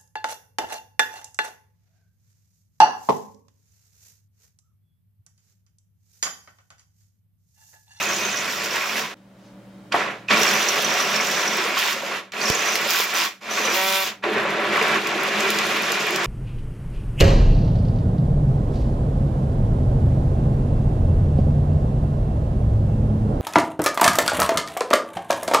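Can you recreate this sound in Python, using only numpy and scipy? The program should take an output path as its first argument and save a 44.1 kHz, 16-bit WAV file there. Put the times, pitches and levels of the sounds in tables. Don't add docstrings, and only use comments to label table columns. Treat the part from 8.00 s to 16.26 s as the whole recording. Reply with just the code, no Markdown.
import sys
import numpy as np
from scipy import signal
from scipy.fft import rfft, irfft, next_fast_len
from scipy.io import wavfile
from scipy.ndimage import uniform_filter1d

SR = 44100
rng = np.random.default_rng(int(sys.argv[2]) if len(sys.argv) > 2 else 0)


def bounce(signal):
    frames = np.transpose(np.atleast_2d(signal))
    limited = np.clip(frames, -1, 1)
    pcm = np.round(limited * 32767).astype(np.int16)
    wavfile.write(sys.argv[1], SR, pcm)


def how_loud(loudness_db):
    steps = np.asarray(loudness_db, float) / 20
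    return 10 ** steps


N = 364266
TIME = np.arange(N) / SR
SCENE_CHANGE_S = 1.143

# bite t/s, crawl level over full until the drive engages/dB, release t/s,
# coasting loss [dB per s], load on the hollow base/dB
RUNS = [
    (-.3, 0, 1.03, 90, 4),
    (1.913, 10.5, 2.004, 131, 2),
    (2.286, 1.5, 4.17, 217, 2.5),
    (4.316, -6, 5.25, 243, 4),
    (5.403, -12, 6.067, 261, 3),
    (6.222, 0.5, 11, 296, 7),
]
# t/s, skip rate f/Hz, level/dB
BUZZ = [
    (5.74, 190.8, -30),
    (5.78, 188.8, -23),
    (5.9, 192, -24),
    (5.99, 192.2, -25),
    (6.04, 190.6, -28),
    (6.08, 190, -100),
]
# f/Hz, width/Hz, level/dB
SLIP_MODES = [(10400, 2100, -11), (13030, 500, 1), (14300, 1100, -1.5), (15200, 1400, -3.5)]
# t/s, peak level/dB, lower part over it/dB
SETTLE = [
    (1.1702, -49, 8),
    (2.1355, -57, 4),
    (2.1804, -54, 6),
]
# f/Hz, side minus mid level/dB
WIDTH = [(60, -14), (125, -21), (300, -17), (600, -11), (1300, -6), (3000, -6), (8000, -3), (15000, -2)]


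def unit(x):
    return x / np.sqrt(np.mean(x ** 2))


def ring(x, modes):
    out = 0
    for k, (hz, width, db) in enumerate(modes):
        b, a = signal.iirpeak(hz, hz / width, fs=SR)
        out = out + (-1) ** k * how_loud(db) * signal.lfilter(b, a, x)
    return out


def band(x, lo_hz, hi_hz):
    return signal.sosfilt(signal.butter(3, [lo_hz, hi_hz], "band", fs=SR, output="sos"), x)


def colour(x, points):
    hz, db = np.transpose(points)
    size = next_fast_len(N)
    f = np.maximum(np.arange(size // 2 + 1) * SR / size, 1)
    weight = how_loud(np.interp(np.log(f), np.log(hz), db))
    return irfft(rfft(x, size) * weight, size)[..., :N]


def walk(rate):
    hold = int(SR / rate)
    steps = np.repeat(rng.standard_normal(N // hold + 1), hold)
    return 1.363 * uniform_filter1d(steps, hold)[:N]


def spell(s, length_s, edge_s):
    return np.clip(np.minimum(TIME - s, s + length_s - TIME) / edge_s + .5, 0, 1)


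def burst(length_s, t60_s):
    t = np.arange(int(length_s * SR)) / SR
    return t, np.exp(-np.log(1000) * t / t60_s)


def add(out, s, grain):
    i = int(s * SR)
    out[i:i + len(grain)] += grain[:N - i]


def knocks(rate, spread_db, rub):
    hit = rng.random(N) < rate / SR
    force = np.minimum(rng.exponential(1, N), 4.5)
    sign = np.sign(rng.standard_normal(N))
    return unit(hit * sign * how_loud(spread_db * force)) + rub * rng.standard_normal(N)


def background():
    # f/Hz, level/dB per Hz
    room_tone = [(15, -46), (25, -20), (86, -24), (118, -16), (154, -13), (191, -5.5), (264, -16),
                 (309, -7), (363, -20), (573, -18.5), (15000, -51.5)]
    # f/Hz, level/dB
    hum_tones = [(118.4, -53.5), (193.8, -46.5), (312.2, -64), (403.7, -67), (522.2, -61), (576.0, -55.5),
                 (1416, -72), (3138, -73), (3768, -73)]
    # t/s, gain/dB
    ride = [(0, 9), (1.15, -1.5), (1.5, 4.5), (1.9, 5.5), (2.25, 5.5), (2.6, -6), (4.3, -7), (5.38, -9),
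            (6.2, -2), (6.4, 5), (8.26, 1)]
    mid, side = (colour(rng.standard_normal(N), room_tone) * how_loud(0.38 * walk(4.7)) for _ in range(2))
    hum = 0
    for hz, db in hum_tones:
        hum = hum + how_loud(db - 5.5 + 1.1 * walk(12)) * np.sin(2 * np.pi * hz * TIME + 0.6 * walk(3.9))
    air = unit(mid) * how_loud(-53.5)
    side = colour(unit(side), WIDTH) * how_loud(-52)
    gain_db = np.interp(TIME, *np.transpose(ride))
    return (air + hum + side * np.array([[1], [-1]])) * how_loud(gain_db)


def drive():
    # t/s, gear rattle level/dB, pace as cam scrape over the rattle/dB
    effort = [(0, -26.5, -3.5), (.4, -28.5, -5.5), (1.0, -29.5, -3.5), (1.95, -34, -11), (2.1, -17, -13),
              (2.4, -20.5, -3.5), (2.7, -24, -5), (3.4, -24.5, -5.5), (4.15, -29, -8), (4.48, -24, -6.5),
              (4.8, -26, -4.5), (5.5, -25.5, -6), (6.1, -22.5, -5), (6.25, -24, -17.5),
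              (6.68, -24.5, -15.5), (7.3, -24, -10.5), (7.42, -23, -8), (8.26, -25, -8.5)]
    # t/s, length/s, rattle gain/dB, hiss gain/dB
    slips = [
        (0.51, 0.039, 1.5, 5),
        (0.627, 0.052, 2.5, 3),
        (0.717, 0.067, 3, -1),
        (0.952, 0.043, 2.5, -1.5),
        (3.773, 0.17, 3.5, 9.5),
        (4.89, 0.17, 2, 10),
        (5.146, 0.13, 2.5, 7.5),
        (5.732, 0.31, 2, 7.5),
        (6.716, 0.27, 4, 3),
    ]
    bite_s, engage_s = 0.026, 0.11
    crawl_dull_db, coast_dull_per_db = -2.5, .3
    free_s = 0.21
    sag_s, sag_db_per_db = 0.061, 0.67
    s, level_db, pace_db = np.transpose(effort)
    level_db, pace_db = np.interp(TIME, s, level_db), np.interp(TIME, s, pace_db)
    shape_db = np.full(N, -90.)
    slip_db, load_db, dull_db = np.zeros(N), np.zeros(N), np.zeros(N)
    for bite, crawl_db, release, loss, load in RUNS:
        on = TIME >= bite
        since = TIME[on] - bite
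        load_db[on] = load
        coast_db = -loss * np.maximum(TIME[on] - release, 0)
        bite_db = -28 * np.exp(-3 * since / bite_s)
        shape_db[on] = bite_db + crawl_db * np.clip(1.3 - since / engage_s, 0, 1) + coast_db
        pace_db[on] += crawl_dull_db * np.clip(4 - 4 * since / engage_s, 0, 1)
        dull_db[on] = coast_dull_per_db * np.maximum(coast_db, -36)
    shape_db[(TIME > SCENE_CHANGE_S) & (TIME < RUNS[1][0])] = -90
    for s, length, gain_db, hiss_db in slips:
        racing = spell(s, length, 0.029)
        sag_db = sag_db_per_db * hiss_db * spell(s + length, sag_s, 0.12) * (shape_db > -1)
        level_db = level_db + gain_db * racing - sag_db
        slip_db = slip_db + hiss_db * np.maximum(racing, .5 * spell(s + length, 0.059, 0.026))
        dull_db = dull_db * (1 - min(hiss_db / 9, 1) * spell(s, length + free_s, 0.022))
    return level_db + np.maximum(shape_db, -90), pace_db + dull_db, slip_db, load_db


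def clutch():
    # t/s, length/s, first rate f/Hz, last rate f/Hz, share of rattle chopped [0-1]
    ratchets = [
        (.505, .05, 122, 120, .4),
        (.625, .06, 124, 120, .4),
        (3.778, .16, 170, 146, .45),
        (4.878, .175, 178, 166, .58),
        (5.14, .13, 192, 148, .6),
        (5.735, .31, 188.5, 193, .35),
    ]
    decay_cycles, slop_cycles = .33, .09
    gain, slop = np.ones(N), slop_cycles * walk(120)
    for s, length, first_hz, last_hz, share in ratchets:
        since = TIME - s
        sweep = (last_hz - first_hz) * since ** 2 / length / 2
        cycle = (first_hz * since + sweep + slop) % 1
        click = unit(np.exp(-cycle / decay_cycles))
        gain = gain + share * spell(s, length, .01) * (click - 1)
    return gain


def motor(teeth, slip_db):
    # t/s, length/s, gain/dB, pitch over the usual f/Hz
    sings = [
        (-.1, 0.22, 14, 60),
        (0.184, 0.23, 15.5, 40),
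        (.12, .08, -1, 60),
        (.41, 0.091, 3, 70),
        (2.269, 0.039, 26.5, 49.5),
        (2.32, 0.01218, 18, -420),
        (2.333, 0.018, 23, -62.5),
        (4.355, 0.27, 13, 19),
        (4.651, 1.4, 9, -70),
        (7.405, 1, 7.5, -30),
    ]
    # f/Hz, width/Hz, level/dB
    casing = [(152.7, 33, -7), (216.4, 18, 1), (118, 52, -14.5)]
    whine_hz, whine_db, drone_db = 2467, -20.5, -17
    sing_db, sing_hz = np.zeros(N), np.zeros(N)
    for s, length, db, hz in sings:
        singing = spell(s, length, 0.02)
        sing_db += db * singing
        sing_hz += hz * singing
    flutter = 1 + .002 * walk(40) + .004 * walk(250) + .002 * walk(9)
    phase = 2 * np.pi * np.cumsum((whine_hz + sing_hz) * flutter) / SR
    whine = np.sin(phase) * how_loud(whine_db + sing_db + 1.0 * walk(30))
    drone = unit(band(ring(ring(teeth, casing), casing), 99, 430))
    return how_loud(3.5) * whine + drone * how_loud(drone_db - 0.95 * slip_db + 1.7 * walk(12) + 4)


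def gears(drill):
    base_modes = [(255, 12.7, -1.5), (327, 36, -4), (391, 34, -4.5), (452, 58, 1.5), (567, 78, 2.5),
                  (768, 123, -3)]
    hollow_modes = [(334, 31.3, 2), (388, 35.4, 1), (452.8, 61, 0)]
    housing_modes = [(936, 263, -4), (1126, 65, 3.5), (1320, 204, -1.5), (1755, 240, 1.5), (1942, 250, 1.5),
                     (2450, 454, -2)]
    arm_modes = [(2730, 464, 3), (3530, 650, 3), (4230, 780, -2)]
    scrape_modes = [(4620, 1540, 5.5), (5780, 910, 8.5), (6700, 1180, 3.5)]
    hiss_modes = [(8000, 870, -1), (9770, 3000, 3.5), (11300, 2550, 5), (14400, 1900, -8)]
    slack_s, slack_db = 0.017, -11
    rattle_db, pace_db, slip_db, load_db = drive()
    scrape_db = pace_db + 0.55 * slip_db
    hiss_db = -10 + 1.72 * pace_db + slip_db
    skipping = np.interp(TIME, [BUZZ[0][0], BUZZ[1][0], BUZZ[-2][0], BUZZ[-1][0]], [0, 1, 1, 0])
    buzzing = np.interp(TIME, [BUZZ[1][0], BUZZ[2][0], BUZZ[-2][0], BUZZ[-1][0]], [0, 1, 1, 0])
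    slip_db = slip_db + 18 * buzzing
    base_db = np.minimum(-8 - 0.28 * pace_db, -1) - 0.59 * slip_db
    base_db = base_db + slack_db * sum(spell(run[0], slack_s, 0.005) for run in RUNS)

    teeth = knocks(rate=1400, spread_db=2.5, rub=0.83) * how_loud(0.06 * walk(22))
    cams = knocks(rate=1500, spread_db=3.5, rub=0.8) * how_loud(1.6 * walk(40))
    fine = knocks(rate=1400, spread_db=5.0, rub=1.0) * how_loud(2.6 * walk(40))
    chop = clutch()
    arm_knocks = (.5 * fine + cams[::-1]) * chop
    teeth, cams, fine = teeth * np.sqrt(chop), cams * chop, fine * chop

    housing = unit(band(ring(teeth, housing_modes), 695, 3900))
    upper = ring(housing, [(2530, 1100, 0)]) * (how_loud(0.2 * np.minimum(pace_db + 7.5, 3)) - 1)
    housing = (housing + upper) * how_loud(-1.5 - 7.5 * skipping + 1.65 * walk(30))
    dome = unit(ring(cams, [(3520, 130, 0)])) * how_loud(-18) * skipping
    base = unit(band(ring(teeth, base_modes), 119, 1016)) * how_loud(base_db - 1.0 - 0.3 * load_db)
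    arms = unit(ring(arm_knocks, arm_modes)) * how_loud(0.53 * scrape_db - 3 - 3.0 * skipping)
    scrape = unit(band(ring(cams, scrape_modes), 4200, 8500))
    scrape = scrape * how_loud(scrape_db - 3.5 - 3.0 * skipping + 0.97 * walk(38))
    hiss = unit(band(ring(fine, hiss_modes), 7600, 16000)) * how_loud(0.59 * hiss_db - 10.5)
    slip = unit(band(ring(cams, SLIP_MODES), 11600, 20000)) * how_loud(1.26 * hiss_db + 3.0 + 1.4 * walk(30))
    boom = unit(ring(ring(teeth, hollow_modes), hollow_modes))
    boom = boom * how_loud(0.81 * base_db - 11.5 + load_db + 1.6 * walk(14))
    total = boom + base + housing + dome + arms + scrape + hiss + slip
    if drill:
        total = total + motor(teeth, np.minimum(slip_db, 11))
    return how_loud(rattle_db - 3) * total


def chirps():
    # t/s, peak level/dB, f/Hz
    strays = [(0.0248, -19, 6600), (0.0862, -22, 6520), (0.128, -18, 5660), (0.1595, -21, 6170),
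              (0.2484, -18, 6400), (0.3293, -19, 5910), (0.3691, -16, 5660), (0.3855, -19, 5750),
              (0.7063, -20, 5610), (1.923, -28, 4700), (2.2817, -38, 5360), (2.3111, -21, 4750),
              (2.37, -15, 5200), (2.416, -12, 5750), (2.476, -11.5, 5570), (2.5087, -22, 5700),
              (2.5326, -18, 5830), (2.5498, -16, 5880), (2.6264, -18, 5860), (2.685, -8.5, 5840),
              (2.8449, -11.5, 5950), (2.8948, -17, 5830), (2.9203, -17, 5640), (2.9731, -21, 5750),
              (3.001, -12.5, 5700), (3.022, -22, 5750), (3.1584, -12, 5480), (3.208, -15, 5860),
              (3.314, -18, 5540), (3.415, -21, 5600), (3.475, -14, 5650), (3.5304, -26, 5600),
              (3.8896, -30, 5270), (4.3206, -42, 5699), (4.412, -17, 4620), (4.4543, -12, 5570),
              (4.485, -14, 5620), (4.548, -16, 6650), (4.683, -16, 6120), (4.7283, -16, 6060),
              (4.758, -18, 5100), (4.8804, -20, 5100), (5.009, -22, 5500), (5.1504, -16, 5940),
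              (5.5092, -19, 5940), (5.65, -16, 6040), (5.697, -19, 5870)]
    # first turn t/s, end t/s, peak level/dB, f/Hz, turns per s
    squeals = [
        (.01, .41, -22, 6170, 25),
        (0.476, 1.02, -28, 5440, 21),
        (2.373, 3.6, -22, 5745, 19.04),
        (4.413, 4.78, -21, 6010, 21.7),
        (5.507, 5.76, -24, 5990, 19.4),
    ]
    spread_hz = 205
    rows = [(s, db + 0.5, hz) for s, db, hz in strays]
    step = np.arange(128)
    steady = step % 12 == 0
    weak_db = np.array([0, -1.5, -1, -1.5])[step % 4]
    for first, end, peak_db, hz, rate in squeals:
        late, force, pitch = rng.standard_normal((len(step), 3)).T
        s = first + step / rate / 4 + .004 * late * ~steady
        db = peak_db + weak_db + 0.97 * force * ~steady
        hz = hz + spread_hz * (rate / 19) ** 3 * pitch * np.where(steady, .3, 1)
        rows += [row for row in zip(s, db, hz) if 0 < row[0] < end]
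    out = np.zeros(N)
    t, decay = burst(.05, .03)
    swell = 1 - np.exp(-t / .004)
    wobbles = uniform_filter1d(rng.standard_normal((len(rows), len(t))), size=50)
    for (s, db, hz), wobble in zip(rows, wobbles):
        tone = np.sin(2 * np.pi * hz * t + 5.5 * wobble)
        add(out, s, how_loud(db + 5) * swell * decay * tone)
    return out


def lumps():
    # t/s, peak level/dB, f/Hz
    thuds = [(2.308, -16.5, 202), (4.74, -23, 450), (5.595, -19, 427), (5.645, -15, 525),
             (5.677, -16, 461), (5.726, -20, 348), (6.237, -16.5, 584), (6.36, -11.5, 400),
             (6.4, -17, 388), (6.451, -12.5, 546), (6.547, -19, 452), (6.587, -15, 586),
             (6.627, -17, 388), (6.721, -17, 412), (6.811, -12.5, 442), (6.916, -28, 340),
             (7.15, -15, 348), (7.243, -32, 352), (7.278, -18.5, 534), (7.455, -18, 388),
             (7.573, -20, 400), (7.739, -16.5, 345), (7.9, -17, 456), (8.065, -20, 374),
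             (8.129, -15.5, 377)]
    further_thuds = [(0.253, -23, 388), (0.58, -29, 620), (0.718, -26, 516), (0.952, -31, 567),
                     (1.941, -18, 700), (2.305, -14, 623), (2.41, -14, 438), (2.469, -23, 570),
                     (2.655, -30, 513), (2.79, -21, 670), (2.945, -17, 700), (3.038, -30, 390),
                     (3.228, -18.5, 547), (3.403, -23, 546), (3.583, -22, 385), (3.653, -19.5, 475),
                     (3.88, -26, 567), (3.96, -21.5, 541), (4.032, -17.5, 550), (4.335, -29, 552),
                     (4.498, -17, 448), (4.548, -17, 452), (4.859, -17, 560), (5.136, -22, 580)]
    # t/s, peak level/dB, f/Hz
    heavy_clacks = [(5.755, -12, 2370), (6.2932, -30, 1670), (6.4015, -16, 1630), (6.5072, -15, 2020),
                    (6.5691, -23, 2040), (6.632, -28, 2400), (6.7238, -12, 2080), (6.7577, -8, 2050),
                    (6.775, -13, 1100), (6.813, -8, 2450), (6.9, -22, 1350), (6.955, -26, 1070),
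                    (7.0625, -11, 2460), (7.2251, -21, 2200), (7.3428, -15, 1780), (7.6412, -13, 1900),
                    (7.8213, -23, 1700), (7.8572, -25, 1570), (7.954, -18, 1910), (8.0677, -12, 2420)]
    fast_clacks = [(0.086, -20, 2540), (0.243, -25, 2470), (0.296, -16, 2530), (0.342, -15, 1670),
                   (0.483, -29, 1820), (0.51, -17, 2500), (0.609, -22, 1730), (0.658, -22, 1330),
                   (0.76, -14, 2930), (0.826, -15, 2100), (0.894, -14, 2430), (0.956, -18, 1966),
                   (1.026, -22, 2080), (1.921, -15, 2450), (1.944, -12, 956), (2.062, -16, 1110),
                   (2.286, -8, 2510), (2.703, -18, 1450), (2.892, -17, 1130), (2.998, -13, 1124),
                   (3.063, -20, 1120), (3.12, -18, 2060), (3.151, -13, 1760), (3.199, -12, 2150),
                   (3.476, -19, 1046), (3.528, -17, 1070), (3.57, -22, 1300), (3.741, -13, 2270),
                   (3.769, -12, 1104), (3.826, -15, 1820), (3.884, -15, 2000), (3.955, -21, 2100),
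                   (4.018, -29, 965), (4.069, -30, 1100), (4.117, -18.5, 1090), (4.321, -32, 1770),
                   (4.367, -16, 2570), (4.41, -20, 2600), (4.553, -16, 2570), (4.602, -18, 2540),
                   (4.631, -15, 2480), (4.754, -12, 2100), (4.868, -19, 2530), (4.895, -17, 1340),
                   (5.158, -21, 1160), (5.192, -14, 2320), (5.413, -36, 1120), (5.511, -19, 1110),
                   (5.597, -21, 2430), (5.651, -13, 1180)]
    rows = [(*row, 35) for row in list(thuds) + list(further_thuds)]
    rows += [(*row, 40) for row in list(heavy_clacks) + list(fast_clacks)]
    out = np.zeros(N)
    wobbles = uniform_filter1d(rng.standard_normal((len(rows), int(.12 * SR))), size=90)
    for (s, db, hz, cycles), wobble in zip(rows, wobbles):
        t, decay = burst(.12, cycles / hz)
        push = 1 - np.exp(-t * hz / 1.8)
        add(out, s, how_loud(db) * decay * push * np.sin(2 * np.pi * hz * t + 5 * wobble))
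    return band(out, 143, 5800)


def ticks():
    # t/s, peak level/dB, lower part over it/dB
    arm_clicks = [(0.6399, -21, -4), (0.7592, -18.5, 9.5), (0.9942, -19, 8), (2.2817, -45, 14),
                  (2.4329, -12, 14), (2.4813, -22, -1), (2.5386, -16, -3), (2.6836, -25, 8),
                  (2.7616, -21, 4), (2.8225, -15, 1), (3.1108, -25, 3), (3.3129, -17, 1), (3.5705, -17, -1),
                  (3.7904, -14, 2), (4.3204, -36, 16), (4.4039, -24, 12), (4.4997, -12.5, 12),
                  (4.7552, -10, 9), (4.8893, -23, -1), (5.1397, -17.5, -3), (5.7443, -22, 5),
                  (6.4359, -35, 8), (6.5043, -30, 15), (6.7696, -25, 16), (6.8265, -24, 14),
                  (6.8819, -22, 12), (7.071, -18, 12), (7.1548, -35, 6), (7.2336, -21, 2), (7.7674, -21, 2),
                  (8.0048, -23, 5), (8.0677, -20, 3.5), (7.4054, -19, 13), (7.5037, -10, 6.5),
                  (7.5872, -16, 14.5), (7.668, -21.5, 7), (7.8211, -19, 1), (7.9199, -13, 8.5),
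                  (8.107, -18.5, 8), (8.16, -13.5, 10), (8.2435, -21, 14), (4.5492, -24, 9),
                  (4.6255, -22, 0), (4.658, -20, 2), (4.7203, -22, 2), (4.8136, -22, 0), (4.8745, -19, 4)]
    bright, dull = np.zeros(N), np.zeros(N)
    t, decay = burst(.03, .013)
    for s, db, low_db in list(arm_clicks) + list(SETTLE):
        crack = decay * rng.standard_normal(len(t))
        add(bright, s, how_loud(db) * crack)
        add(dull, s, how_loud(db + low_db - 8) * crack)
    top = how_loud(-1.5) * ring(band(bright, 7300, 18400), SLIP_MODES)
    return top + how_loud(-7.5) * band(bright, 7300, 12400) + band(dull, 1800, 7100)


def rustle():
    cloth = unit(band(rng.standard_normal(N), 1800, 6200))
    return cloth * how_loud(-61.5 + 1.4 * walk(39.7)) * spell(1.4, .1, 0.086)


def bites():
    # t/s, peak level/dB, f/Hz, t60/s
    train_clacks = [(1.922, -4, 2300, 0.034), (1.942, 0.5, 710, 0.12), (2.282, -16, 2200, 0.046),
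                    (2.306, -2.5, 1900, 0.16), (4.32, -20, 2200, 0.036), (4.335, -14, 1900, 0.048),
                    (5.413, -40, 1133, 0.12), (6.238, -3, 1440, 0.028), (2.307, -20, 190, 0.081),
                    (2.226, -39, 1600, 0.073), (6.21, -37, 420, .06), (5, -1, 770, 0.022)]
    out = np.zeros(N)
    for s, db, hz, t60_s in train_clacks:
        t, decay = burst(0.13, t60_s)
        clack = ring(rng.standard_normal(len(t)), [(hz, 0.78 * hz, 0), (2.1 * hz, 1.5 * hz, -7)])
        add(out, s, how_loud(db - 12.0) * unit(clack) * decay * (1 - np.exp(-t / 0.0011)))
    return out


def thump():
    out = np.zeros(N)
    t_ms = np.arange(-200, 900) / SR * 1000
    dip = np.exp(-np.abs(t_ms / .33) ** 1.5)
    swing = .33 * np.exp(-((t_ms - 2.6) / 1.7) ** 2)
    add(out, 4.4968, how_loud(-5) * (swing - dip))
    return out * np.array([[.55], [1]])


def buzz():
    # multiple, level/dB
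    orders = [(1, -15), (2, -7), (3, 1), (4, -2), (5, -2), (6, -4), (7, -4), (8, -3), (9, -9), (10, -3),
              (11, -2), (12, -4), (13, -8), (14, -10), (15, -9), (16, -11), (17, -11), (18, -6), (19, -8),
              (20, -15), (21, -13), (22, -13)]
    s, hz, db = np.transpose(BUZZ)
    rate_hz = np.interp(TIME, s, hz) * (1 + 0.00175 * walk(30))
    phase = 2 * np.pi * np.cumsum(rate_hz) / SR
    stack = 0
    for k, order_db in orders:
        stack = stack + how_loud(order_db + .1 * k * walk(50)) * np.sin(k * phase - 22 * np.sqrt(k))
    return -unit(stack) * how_loud(np.interp(TIME, s, db, left=-120, right=-120))


def scene():
    # f/Hz, left minus right level/dB
    tilt = [(60, -0.5), (125, 0), (380, -.3), (700, -1.2), (1300, -2.2), (3000, -3), (5500, -3),
            (8000, -2.5), (15000, -1.5)]
    drill_spot = gears(drill=True) + chirps() + bites()
    toy_spot = gears(drill=False) + ticks() + lumps() + buzz() + rustle()
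    spots = np.array([drill_spot, toy_spot])
    t, room = burst(.3, 0.21)
    _, table = burst(.3, .05)
    early = table + how_loud(-8) * room
    tails = rng.standard_normal((3, len(t))) * [room * (t > .002), early, early]
    tails = tails / np.linalg.norm(tails, axis=1, keepdims=True)
    direct = spots.sum(axis=0)
    mid = direct + how_loud(-9.5) * band(signal.fftconvolve(direct, tails[0])[:N], 810, 17000)
    side = signal.fftconvolve(spots, tails[1:], axes=1)[:, :N].sum(axis=0)
    side = colour(side, WIDTH) * how_loud(-1.)
    lean = colour(mid, [(hz, db / 2) for hz, db in tilt]) - mid
    lean = lean * np.interp(TIME, [5.3, 5.5], [1.2, .7])
    gap = (TIME > SCENE_CHANGE_S) & (TIME < SETTLE[0][0] - .002)
    kept = np.where(gap, 0, 1 - .55 * spell(SCENE_CHANGE_S, .2, .01))
    return kept * (mid + (side + lean) * np.array([[1], [-1]])) + thump() + background()


def top_cut(x):
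    return signal.sosfilt(signal.butter(12, 17060, fs=SR, output="sos"), x)


def record(dry):
    rounded = .8 * np.tanh(dry / .8)
    cut = signal.sosfilt(signal.ellip(10, .2, 80, 15850, fs=SR, output="sos"), rounded)
    cut = signal.sosfilt(signal.butter(2, 32, "high", fs=SR, output="sos"), cut)
    return top_cut(cut)


dry = scene()
out = record(dry)
bounce(out)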